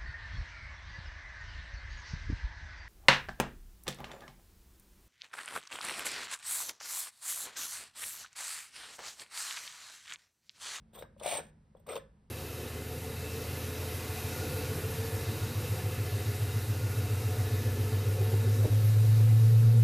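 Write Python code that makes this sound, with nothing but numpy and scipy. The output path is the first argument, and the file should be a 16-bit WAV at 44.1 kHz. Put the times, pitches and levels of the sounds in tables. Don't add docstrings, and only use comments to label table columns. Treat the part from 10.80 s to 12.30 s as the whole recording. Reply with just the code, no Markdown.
import sys
import numpy as np
from scipy import signal
from scipy.fft import rfft, irfft
from scipy.io import wavfile
from scipy.ndimage import uniform_filter1d

SR = 44100
rng = np.random.default_rng(int(sys.argv[2]) if len(sys.argv) > 2 else 0)


def to_linear_factor(level_db):
    exponent = np.asarray(level_db, float) / 20
    return 10 ** exponent


def log_audio(samples):
    frames = np.atleast_2d(samples).T
    limited = np.clip(frames, -1, 1)
    pcm = np.round(limited * 32767).astype(np.int16)
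    wavfile.write(sys.argv[1], SR, pcm)


N = 66150

# (frequency [Hz], width [Hz])
BLADE_MODES = [(3550, 830), (8470, 240), (14420, 290)]


def evened(x):
    return x / np.sqrt(np.mean(x ** 2) + 1e-20)


def read(points, hz):
    f, value = np.transpose(points)
    return np.interp(np.log(hz + 1), np.log(f + 1), value)


def colour(x, gain):
    return irfft(rfft(x) * gain(np.fft.rfftfreq(N, 1 / SR)), N)


def resonate(x, hz, width):
    r = np.exp(-np.pi * width / SR)
    return 2 * signal.lfilter([1 - r], [1, -r * np.exp(2j * np.pi * hz / SR)], x).real


def resonate_twice(x, hz, first_width, second_width):
    return resonate(resonate(x, hz, first_width), hz, second_width)


def clicks(per_s, spread_db):
    happens = rng.random(N) < per_s / SR
    sign = rng.choice([-1., 1.], N)
    size = to_linear_factor(spread_db * np.minimum(rng.exponential(1, N), 4))
    return evened(happens * sign * size)


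def ports(x):
    # (frequency [Hz], lead [rad])
    port_lead = [(0, 0), (5200, 0), (6850, -np.pi), (8400, -2 * np.pi), (10200, -6.6),
                 (11900, -2.88 * np.pi), (13650, -3.13 * np.pi), (14400, -3.8 * np.pi)]
    # (frequency [Hz], level [dB])
    loose_tone = [(300, -15.5), (700, -3.5), (1100, -5), (1700, -3), (2500, -19.5), (8000, -15.5),
                  (15000, 1)]
    f, lead = np.transpose(port_lead)
    pair = np.array([colour(x, lambda hz: np.exp(side * .5j * np.interp(hz, f, lead)))
                     for side in (1, -1)])
    echo = rng.standard_normal(1200) * np.exp(-np.arange(1200) / 400.)
    scattered = np.convolve(x, echo / np.linalg.norm(echo))[:N]
    loose = colour(scattered, lambda hz: to_linear_factor(read(loose_tone, hz)) * (hz > 330))
    return pair + np.array([loose, -loose])


def floor():
    # (frequency [Hz], level [dB]); then its overall level [dB]
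    hum_tone, hum_db = [(15, -67), (25, 9), (81, -3.5), (113, -7), (204, -14), (221, -3.5), (257, -20),
                        (282, -17), (400, -27), (520, -66), (880, -120)], -56
    # (frequency [Hz], level [dB]); then its overall level [dB]
    hiss_tone, hiss_db = [(180, -45.5), (300, 10.5), (654, -3.5), (973, -3), (1070, -9), (1710, -9.5),
                          (2260, -13.5), (5100, -20.5), (15700, -28)], -77
    # (frequency [Hz], width [Hz], level [dB])
    wavering = [(59, 20, -70), (154, 12, -69), (201, 14, -71)]
    # (time [s], level [dB])
    hum_swell = [(0, 4), (0.101, -3), (.25, 2.5), (.45, 1), (0.651, 5), (0.847, -3.5), (0.999, -0.5),
                 (1.2, 2.5), (1.5, -4)]
    hum_noise, side_noise, hiss_noise, hiss_side, tone_noise = rng.standard_normal((5, N))
    wide = .12 * np.array([side_noise, -side_noise])

    def low(hz):
        return to_linear_factor(read(hum_tone, hz) - 40 * (hz > 400))

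    def high(hz):
        return to_linear_factor(read(hiss_tone, hz) - 40 * (hz < 400) - 30 * (hz > 11700))

    hum = to_linear_factor(hum_db - 2.5) * evened(colour(hum_noise + wide, low))
    for hz, width, db in wavering:
        hum += to_linear_factor(db) * evened(resonate_twice(tone_noise + 0.37 * wide, hz, width, 2 * width))
    swell = to_linear_factor(np.interp(np.arange(N) / SR, *np.transpose(hum_swell)))
    hiss = ports(hiss_noise) + 0.36 * np.array([hiss_side, -hiss_side])
    return swell * hum + to_linear_factor(hiss_db) * evened(colour(hiss, high))


def canvas_drumming(pitch_hz, upper_db):
    # (multiple of pitch [ratio], width [Hz], level [dB])
    canvas_modes = [(.95, 200, 0), (1.2, 230, 0), (1.65, 280, -8), (2.3, 320, -11)]
    slips = clicks(per_s=900, spread_db=2.5) + 1.06 * rng.standard_normal(N)
    skin = np.zeros(N)
    for ratio, width, db in canvas_modes:
        gain = to_linear_factor(db + upper_db * (ratio > 1.6))
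        skin += gain * resonate_twice(slips, pitch_hz * ratio, 2.2 * width, width)
    return evened(skin)


def grit_rub():
    lumps = to_linear_factor(1.9 * evened(uniform_filter1d(rng.standard_normal(N), size=200)))
    return lumps * (rng.standard_normal(N) + 0.84 * clicks(2500, spread_db=1.5))


def grit_hiss(rub, dull_db):
    # (frequency [Hz], level [dB])
    grit_tone = [(300, -13.5), (1500, -10.5), (2400, 1), (4500, -11), (6500, -4.5), (9000, -2),
                 (11500, -14), (15500, -13)]
    return evened(colour(rub, lambda f: to_linear_factor(read(grit_tone, f) + dull_db * np.log2(1 + f / 3000))))


def shank_ring(rub):
    # (frequency [Hz], width [Hz], level [dB])
    shank_modes = [(2250, 120, -29), (2883, 80, -21), (4364, 43, -23), (11420, 200, -20)]
    return sum(to_linear_factor(db) * evened(resonate(rub, hz, width)) for hz, width, db in shank_modes)


def blade_ring(rub, drive, mode_db, bend):
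    ring = np.zeros(N)
    for db, (hz, width) in zip(mode_db, BLADE_MODES):
        steady = np.std(resonate_twice(rub, hz, 3 * width, width))
        ring += to_linear_factor(db) * resonate_twice(drive * rub, hz * bend, 3 * width, width) / steady
    return ring


def strokes():
    # (time [s], pressure on canvas [dB], edge speed as grit [dB])
    motion = [
        [(.125, -71, -78), (.132, -59.5, -73.5), (.15, -58.5, -59.5), (.164, -53, -61), (.172, -52.5, -70.5),
         (.19, -53, -56.5), (.205, -56, -62), (.235, -53, -70.5), (.255, -61, -87)],
        [(.372, -81.5, -72.5), (.41, -48.5, -71.5), (.435, -47, -47.5), (.47, -39.5, -40.5), (.525, -41, -37.5),
         (.575, -36, -44.5), (.6, -43, -49.5), (.613, -58, -61.5), (.71, -71, -78.5)],
        [(1.061, -59, -81), (1.067, -51, -60), (1.08, -46, -64), (1.09, -41, -55), (1.12, -42, -53),
         (1.145, -49.5, -54), (1.16, -39.5, -50.5), (1.18, -42, -57.5), (1.195, -56.5, -94)],
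        [(.955, -63, -101), (.975, -59.5, -90), (.99, -75, -95), (1.0, -79, -84), (1.02, -78.5, -95)],
    ]
    # (canvas pitch [Hz], low, mid, high blade mode [dB], upper canvas modes [dB])
    grip = [(520, -8.5, -4.5, -3, 0.5), (662, -13, -7, -32, -5), (500, -6.5, -15, -9, -6),
            (520, -8, -11, -10.5, -24)]
    # (treble tilt of the grit, negative is duller [dB/octave])
    dullness = [1, 0.5, -4.5, 5]
    bends = [1, 1.014, 1, 1]
    t, canvas, edge = np.arange(N) / SR, np.zeros(N), np.zeros(N)
    for curve, (hz, *mode_db, upper_db), dull_db, bend in zip(motion, grip, dullness, bends):
        s, press_db, speed_db = np.transpose(curve)
        contact = np.clip(np.minimum(t - s[0], s[-1] - t) / 0.0091, 0, 1)
        canvas += contact * to_linear_factor(np.interp(t, s, press_db) - 6) * canvas_drumming(hz, upper_db)
        drive = contact * to_linear_factor(np.interp(t, s, speed_db))
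        rub = grit_rub()
        edge += drive * to_linear_factor(-2.0) * grit_hiss(rub, dull_db)
        edge += drive * shank_ring(rub)
        edge += blade_ring(rub, drive, mode_db, bend)
    return canvas, edge


def pings():
    # (time [s], peak level [dB], pitch [Hz])
    grains = [(.132, -64, 3500), (.141, -59, 3760), (.150, -50.5, 3300), (.156, -53, 3700),
              (.161, -54, 3470), (.179, -55, 3730), (.187, -48, 3360), (.192, -52.5, 3640),
              (.198, -55, 3860), (.208, -50, 3740), (.230, -52, 3830), (.437, -54, 2290), (.442, -48, 2080),
              (.456, -36.5, 2280), (.475, -34.5, 2350), (.477, -36.5, 3980), (.493, -38.5, 2250),
              (.517, -47, 2380), (.522, -36, 2824), (.556, -46, 2900), (.566, -44.5, 2880),
              (.575, -38, 3810), (.598, -42.5, 1450), (1.067, -58, 2060), (1.088, -43.5, 2250),
              (1.097, -41, 2110), (1.104, -40.5, 2400), (1.133, -44, 3590), (1.155, -52, 9450),
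              (1.157, -43, 3710), (1.160, -41.5, 3180), (1.164, -41.5, 2725), (1.174, -45.5, 3460),
              (1.177, -52.5, 8760), (1.180, -51, 2350), (1.196, -54.5, 1750), (1.204, -55.5, 1740),
              (1.184, -60, 3430), (1.199, -63, 3480), (1.218, -61, 3500), (1.090, -57, 5750),
              (1.107, -53.5, 5400), (1.13, -49.5, 5400)]
    t, out = np.arange(1500) / SR, np.zeros(N + 1500)
    shape = (1 - np.exp(-t / .001)) * to_linear_factor(-60 * t / .022)
    for s, db, hz in grains:
        out[round(s * SR):][:len(t)] += to_linear_factor(db + 2) * shape * np.sin(2 * np.pi * hz * t)
    return out[:N]


def catches():
    # (time [s], peak level [dB], pitch [Hz], upper mode [dB], rise [s])
    bumps = [(.211, -43, 520, -34, 0.0015), (0.2238, -38, 515, -5.5, 0.0022),
             (.364, -54.5, 557, -8.5, 0.0035), (.412, -39, 569, -5, 0.0016),
             (0.4596, -24.5, 632, -18, 0.0015), (.488, -38, 710, -11, 0.0034),
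             (.553, -32.5, 633, -4.5, 0.0026), (.476, -32.5, 616, -18, 0.0033),
             (.5245, -29, 653, -14, 0.0015), (0.5316, -28, 630, -14, 0.0016),
             (.586, -31, 520, -16.5, 0.0012), (0.95, -47.5, 522, -8, 0.0021), (.9995, -58, 563, -18, 0.0022),
             (1.088, -36, 528, -8.5, 0.003045), (1.135, -38, 610, -2.5, 0.0024),
             (1.156, -40, 520, 3, 0.0031), (1.165, -32.5, 595, -1.5, 0.0011)]
    # (time [s], peak level [dB], pitch [Hz])
    more_bumps = [(.133, -55.5, 556), (.152, -50.5, 526), (.160, -50, 518), (.169, -51, 520), (.180, -51, 750),
                  (0.187, -46.5, 500), (.198, -56, 557), (.240, -54, 870), (.150, -55.5, 1085),
                  (.161, -56.5, 1050), (0.172, -53, 1010), (0.187, -56, 960), (0.251, -57, 1150),
                  (.420, -42, 520), (0.431, -41.5, 552), (.444, -37, 695), (.451, -44, 774), (.467, -32, 725),
                  (.499, -41.5, 774), (.512, -37.5, 713), (.518, -39.5, 740), (.541, -40, 732),
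                  (.560, -39, 687), (.569, -46, 730), (.591, -40.5, 718), (.600, -40, 491),
                  (1.0645, -54, 1114), (1.090, -43, 1250), (1.100, -45, 1275), (1.080, -42, 540),
                  (1.096, -47, 434), (1.103, -41.5, 458), (1.108, -40, 475.6), (1.112, -51, 1220),
                  (1.123, -35, 563), (1.129, -42.5, 1280), (1.145, -39.5, 467), (1.160, -34, 500),
                  (1.173, -40, 500), (1.179, -41, 561)]
    padded = [(*row, -10, 0.002) for row in more_bumps]
    t, canvas = np.arange(1500) / SR, np.zeros(N + 1500)
    for s, db, hz, upper_db, rise in [*bumps, *padded]:
        i, u, v = round(s * SR), t / rise, t / 0.001
        canvas[i:i + 1500] += to_linear_factor(db) * u * np.exp(1 - u) * np.sin(2 * np.pi * hz * t)
        upper = v * np.exp(1 - v) * np.sin(2 * np.pi * 1.833 * hz * t)
        canvas[i:i + 1500] += to_linear_factor(db + upper_db) * upper
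    return canvas[:N]


def cracks():
    # (time [s], level [dB], centre [Hz], width [Hz], decay [s])
    tears = [
        (0.1474, -68, 2030, 4000, .002),
        (0.2232, -45.5, 1480, 2495, 0.0043),
        (0.398, -55, 3410, 1393, 0.0098),
        (.398, -53, 8340, 5000, .005),
        (0.995, -80.5, 3000, 9000, 0.0025),
        (1.0662, -60, 3000, 7000, 0.0026),
        (1.0895, -46, 3160, 4960, 0.0026),
        (1.154, -47.5, 9200, 2480, 0.002),
        (1.156, -39.5, 3650, 5000, 0.0014),
        (1.1664, -44, 2180, 2940, .003),
    ]
    t, edge = np.arange(1500) / SR, np.zeros(N + 1500)
    for s, db, hz, width, decay in tears:
        puff = evened(resonate_twice(rng.standard_normal(1500), hz, width, width))
        edge[round(s * SR):][:1500] += to_linear_factor(db) * puff * np.exp(-t / decay)
    return edge[:N]


def ticks():
    # (time [s], mid mode [dB], low mode [dB], high mode [dB])
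    hits = [
        (0.57, -30, -92, -60),
        (.968, -75.5, -67.5, -81),
        (.996, -76, -83, -72),
        (1.067, -56.5, -72, -62),
        (1.092, -41, -59, -68),
        (1.116, -42.5, -76, -72),
        (1.178, -54.5, -52, -69),
    ]
    flatness = (.95, 1, 1)
    t, edge = np.arange(1500) / SR, np.zeros(N + 1500)
    for s, mid_db, low_db, high_db in hits:
        i, levels = round(s * SR), (low_db, mid_db, high_db)
        for db, (hz, _), t60, flat in zip(levels, BLADE_MODES, (.025, .05, .05), flatness):
            envelope = to_linear_factor(db + 5 - 60 * t / t60) * (1 - np.exp(-t / 0.00217))
            edge[i:i + 1500] += envelope * np.sin(2 * np.pi * flat * hz * t)
    return edge[:N]


def room(x):
    # (frequency [Hz], level [dB])
    tail_tone = [(300, 4), (700, -0.5), (1100, 4), (1600, 8.5), (2600, 2), (5000, 4.5), (11500, -2),
                 (14500, 4)]
    # (frequency [Hz], t60 [s])
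    tail_t60 = [(300, 0.42), (700, 0.3), (1100, 0.24), (1600, 0.36), (3500, 0.23), (7000, 0.24),
                (11500, 0.17), (15000, 0.15)]
    taps = np.zeros((2, 30000))
    at = np.arange(300, 29900, 20) + rng.integers(0, 20, (2, 1480))
    np.put_along_axis(taps, at, rng.choice([-1., 1.], at.shape), 1)
    hz, t, z = signal.stft(taps, SR, nperseg=256)
    fade_db = read(tail_tone, hz)[:, None] - 60 * t / read(tail_t60, hz)[:, None]
    tail = signal.istft(z * to_linear_factor(fade_db), SR, nperseg=256)[1]
    shared, apart = signal.fftconvolve(x[None], tail / np.linalg.norm(tail[0]), axes=1)[:, :N]
    return ports(shared) + to_linear_factor(-13.0) * np.array([apart, -apart])


def scene():
    background = floor()
    canvas, edge = strokes()
    edge = edge + pings() + cracks() + ticks()
    canvas = canvas + catches()
    pan = to_linear_factor(np.array([[.5], [-.5]]) * 2.1)
    return ports(canvas) * pan + ports(edge) + to_linear_factor(-13.5) * room(canvas + edge) + background


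def top_cut(x):
    return signal.sosfilt(signal.butter(12, 15880, fs=SR, output="sos"), x)


def record(dry):
    def band(hz):
        treble = np.sin(np.pi / 2 * np.clip((15850 - hz) / 300, 0, 1)) ** 2
        return treble / (1 + (50 / (hz + 1)) ** 4)

    mix = colour(dry, band)
    return top_cut(mix)


dry = scene()
out = record(dry)
log_audio(out)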